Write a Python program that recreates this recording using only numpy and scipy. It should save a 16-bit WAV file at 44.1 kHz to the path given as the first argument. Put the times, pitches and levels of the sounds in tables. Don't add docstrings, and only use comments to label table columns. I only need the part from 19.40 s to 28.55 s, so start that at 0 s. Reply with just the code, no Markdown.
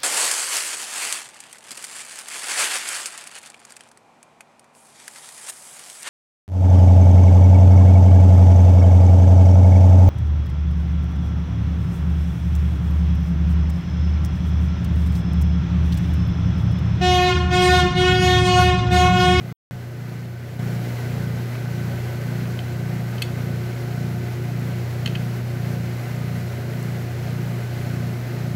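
import sys
import numpy as np
from scipy import signal
from scipy.fft import rfft, irfft
from scipy.io import wavfile

SR = 44100
rng = np.random.default_rng(int(sys.argv[2]) if len(sys.argv) > 2 else 0)


def nominal_scale(level):
    x = np.asarray(level, float) / 20
    return 10 ** x


def wav_record(signal):
    frames = np.transpose(np.atleast_2d(signal))
    bounded = np.clip(frames, -1, 1)
    quanta = np.round(bounded * 32767).astype(np.int16)
    wavfile.write(sys.argv[1], SR, quanta)


N = 403515

# start in seconds, end in seconds, gain in dB, motor time shift in seconds.
STRETCHES = [
    (0, .1257, -6, 1.216),
    (.31, .355, -6, 1.0315),
    (.355, 1.192, -6, 0.),
    (1.192, 9.2, 0, 0.),
]
# time in seconds, extra distance in metres, main hum gain in dB.
HAND_SWAY = [(.6, -.3, .5), (2.3, -.14, 0), (4.3, .13, -.5), (5.5, .02, 1), (6.2, -.1, .5),
             (7.2, .02, -1.3), (8, .08, 0), (9.15, .1, 0)]
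# multiple of the pull, level in dB rms.
HUM_TONES = [(1, -26.5), (2, -43), (3, -48.5), (4, -54)]
# shaft order, level in dB rms.
KNOCK_ORDERS = [(2, -60), (3, -42.2), (4, -52.7), (5, -36.8), (6, -39.3), (7, -53), (12, -48), (24, -56),
                (30, -67)]
# shaft orders above the pull, level in dB rms.
GAP_ORDERS = [(1, -37.7), (2, -37.2), (3, -47), (4, -53), (5, -60)]
# frequency in Hz,
# level in dB rms, start in cycles.
OTHER_TONES = [(90.02, -43, .11), (70.02, -57, 0), (74.98, -54, .3), (80.02, -55, .6), (299.17, -58, .7),
               (447.5, -58, .2), (565.2, -59, .5), (4255.4, -69, 0)]
# frequency in Hz, density in dB per Hz.
AIR_SPECTRUM = [(25, -17.5), (45, -13), (64, -9), (130, 0.5), (230, 1), (400, -6.5), (700, -8.5),
                (1100, -15.5), (2100, -13.5), (3500, -23), (5500, -24.5), (8000, -28.5), (8600, -33),
                (12000, -27)]
# centre in Hz, width in Hz, peak or dip in dB.
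HOUSING_PEAKS = [(35.8, 14, -5), (55.3, 9.4, 11), (140, 10, -10), (161, 11, -7), (195, 5.5, -5.5),
                 (286, 10, -8), (310, 10, -4.5), (327, 14, 1), (349.2, 24, 3.5), (394, 12, -1),
                 (407, 21, 8), (438, 8.1, -5.5), (442, 8.7, 9.5), (482, 19, -6), (530, 9.5, -3),
                 (549, 113, 4), (639, 14, 2.5), (719.6, 12, 8), (732, 27, -0.5), (895, 23, -2),
                 (1233, 16, 5.5), (1486, 270, 4), (2034, 52, 5), (2650, 90, -0.5), (3060, 90, 1.5),
                 (4200, 440, 3), (15500, 4600, -3)]
# start in seconds, peak in dB, crack above 5 kHz in dB, brightness in dB per octave.
ROD_TAPS = [(2.153, -27, -24, -14), (2.5606, -39, -18, -3), (3.055, -30, -30, -14), (3.19, -23, -20, -4),
            (3.782, -27.5, -22, 1), (3.8196, -15, -7, 1), (3.8224, -16, -3, 3), (5.659, -14.5, -28, 9),
            (5.662, -16.5, -11, -8), (5.6749, -18, -18, 1), (5.7519, -21, -28, -6), (5.755, -19, -30, -4),
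            (7.4265, -45, 11, 0)]
# frequency in Hz, level in dB, t60 in seconds.
NUT_MODES = [(1150, -19, .012), (1620, -11, .014), (2090, -9, .014), (2570, -4, .03), (2850, -12, .012),
             (3080, 0, .02), (3300, -12, .01), (3900, -9, .01), (4330, -6, .016), (4600, -10, .014),
             (5500, -19, .01), (6400, -18, .01)]
# frequency in Hz, level in dB, t60 in seconds.
ROD_MODES = [(2200, -5, .1), (2560, -10, .09), (3474, -3, .15), (4264, -15, .14), (4490, -11, .16),
             (6740, -11, .25), (7910, -19, .08), (9000, -18, .05)]

PULL_HZ, SHAFT_HZ = 120.024, 29.56
FRAME_HZ = 135
PULL_TURN, KNOCK_TURN, GAP_TURN = .05, .746, .62
HUM_LAG, KNOCK_LAG, GAP_LAG = -.21, -.21, -.32
NULL_DB_PER_M, NULL_DB = 7, 1.5
AIR_DB = -35.5
WHINE_HZ, WHINE_WIDTH_HZ, WHINE_DB = 1520, 42, -51.5
TURN_S, TURN_TAKES_S, TURN_LOSS_DB = 2.1, 6.7, 7
CONTACT_MS, BITE_MS = 2.5, .6
GRIT = .18
THIN_HZ = 700
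LOOSE_S, ROD_DB, GRIPPED_DB = 3.818, -14, -22
ROOM_DB, ROOM_T60_S = -13.5, .25
TOP_HZ = 15760


def sway():
    s, metres, gain_db = np.transpose(HAND_SWAY)
    return [np.interp(np.arange(N) / SR, s, column) for column in (metres, gain_db)]


def drift(rate):
    r = np.exp(-80 * np.pi * rate / SR)
    slow = signal.lfilter([1], [1, -2 * r, r * r], rng.standard_normal(N // 40 + 2002))
    slow = slow[2000:]
    slow = (slow - slow.mean()) / slow.std()
    return np.interp(np.arange(N) / 40, np.arange(len(slow)), slow)


def tone(cycles, level_db, wobble_db):
    strength = np.sqrt(2) * nominal_scale(level_db + wobble_db * drift(0.96))
    return strength * np.cos(2 * np.pi * cycles)


def motor(t):
    pull, shaft = PULL_HZ * t, SHAFT_HZ * t
    metres, gain_db = sway()
    hum = [tone(k * (pull + PULL_TURN) + HUM_LAG, db, wobble_db=.4 * k) for k, db in HUM_TONES[1:]]
    main_strength = np.sqrt(2) * nominal_scale(HUM_TONES[0][1] + gain_db)
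    hum.append(main_strength * np.cos(2 * np.pi * (pull + PULL_TURN + HUM_LAG)))
    knock = {}
    for k, db in KNOCK_ORDERS:
        opposite = .5 * (k * SHAFT_HZ < FRAME_HZ)
        knock[k] = tone(k * (shaft + KNOCK_TURN) + KNOCK_LAG + opposite, db, wobble_db=.11 * k)
    knock[12] *= nominal_scale(NULL_DB + NULL_DB_PER_M * metres)
    gap = [tone(pull + k * (shaft + GAP_TURN) + GAP_LAG, db, wobble_db=.35 * k) for k, db in GAP_ORDERS]
    others = [tone(hz * t + start, db, wobble_db=1.0) for hz, db, start in OTHER_TONES]
    return sum(hum + gap + others) + sum(knock.values())


def colour(x, points, peaks):
    hz = np.maximum(np.fft.rfftfreq(N, 1 / SR), 10)
    points_hz, points_db = np.transpose(points)
    gain_db = np.interp(np.log(hz), np.log(points_hz), points_db)
    for at_hz, width, top_db in peaks:
        gain_db += top_db / (1 + (2 * (hz - at_hz) / width) ** 2)
    return irfft(rfft(x) * nominal_scale(gain_db), N)


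def air(patchy_db):
    spectrum = rfft(rng.standard_normal(N))
    hz = np.fft.rfftfreq(N, 1 / SR)
    together = drift(6)
    edges = 20 * 2. ** np.arange(11)
    out = np.zeros(N)
    for low, high in zip(edges, edges[1:]):
        band = irfft(spectrum * ((hz >= low) & (hz < high)), N)
        out += band * nominal_scale(patchy_db * (1.9 * together + drift(27)))
    out = colour(out, AIR_SPECTRUM, HOUSING_PEAKS)
    return nominal_scale(AIR_DB) * out / out.std()


def whine():
    r, w = np.exp(-np.pi * WHINE_WIDTH_HZ / SR), 2 * np.pi * WHINE_HZ / SR
    pole = [1, 0, -1, 1, -2 * r * np.cos(w), r * r]
    narrow = signal.sosfilt([pole, pole], rng.standard_normal(N))
    turned = np.clip((np.arange(N) / SR - TURN_S) / TURN_TAKES_S, 0, 1)
    return nominal_scale(WHINE_DB - TURN_LOSS_DB * turned) * narrow / narrow.std()


def rings(push, modes, t, tilt_db):
    out = np.zeros(len(t))
    chances = rng.normal(0, 1.5, (len(modes), 2))
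    for (hz, db, t60), (chance_db, turn) in zip(modes, chances):
        envelope = nominal_scale(-60 * t / t60) * np.tanh(1000 * t / BITE_MS)
        free = envelope * np.sin(2 * np.pi * (hz * t + turn))
        mode = signal.fftconvolve(push, free)[:len(t)]
        mode_db = db + chance_db + tilt_db * np.log2(hz / 3100)
        out += nominal_scale(mode_db) * mode / abs(mode).max()
    return out


def taps():
    out, t = np.zeros(N), np.arange(SR // 4) / SR
    bright = signal.butter(4, [5200, 13300], "band", fs=SR, output="sos")
    blow = np.exp(-10000 * t)
    for s, peak_db, crack_db, tilt_db in ROD_TAPS:
        contact = np.exp(-1000 * t / CONTACT_MS) * np.tanh(1000 * t / BITE_MS)
        scrape = rng.standard_normal(len(t)) * contact
        rod_db = ROD_DB if abs(s - LOOSE_S) < .003 else GRIPPED_DB
        nut = rings(blow + GRIT * scrape, NUT_MODES, t, tilt_db)
        body = nut + nominal_scale(rod_db) * rings(blow, ROD_MODES, t, 0)
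        crack = nominal_scale(crack_db) * signal.sosfilt(bright, scrape)
        at = round(s * SR)
        out[at:at + len(t)] += nominal_scale(peak_db) * (body / abs(body).max() + crack)
    return signal.sosfilt(signal.butter(3, THIN_HZ, "high", fs=SR, output="sos"), out)


def workshop(x):
    t = np.arange(SR // 2) / SR
    dull = signal.lfilter([1], [1, -.4], rng.standard_normal(len(t)))
    tail = dull * nominal_scale(-60 * t / ROOM_T60_S) * (t > .005)
    tail /= np.sqrt(np.sum(tail ** 2))
    return x + nominal_scale(ROOM_DB) * signal.fftconvolve(x, tail)[:N]


def scene():
    t = np.arange(N) / SR
    shift = sum(shift_s * ((t >= a) & (t < b)) for a, b, db, shift_s in STRETCHES)
    heard = t + shift - sway()[0] / 343
    return (motor(heard) + air(patchy_db=0.33) + whine() + workshop(taps()))[None]


def low_pass(x):
    return signal.sosfilt(signal.butter(12, 16000, fs=SR, output="sos"), x)


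def record(dry):
    t = np.arange(N) / SR
    gain = sum(nominal_scale(db) * ((t >= a) & (t < b)) for a, b, db, shift_s in STRETCHES)
    top_cut = signal.ellip(14, .3, 70, TOP_HZ, fs=SR, output="sos")
    mix = signal.sosfilt(top_cut, dry * gain)
    return low_pass(mix)


dry = scene()
out = record(dry)
wav_record(out)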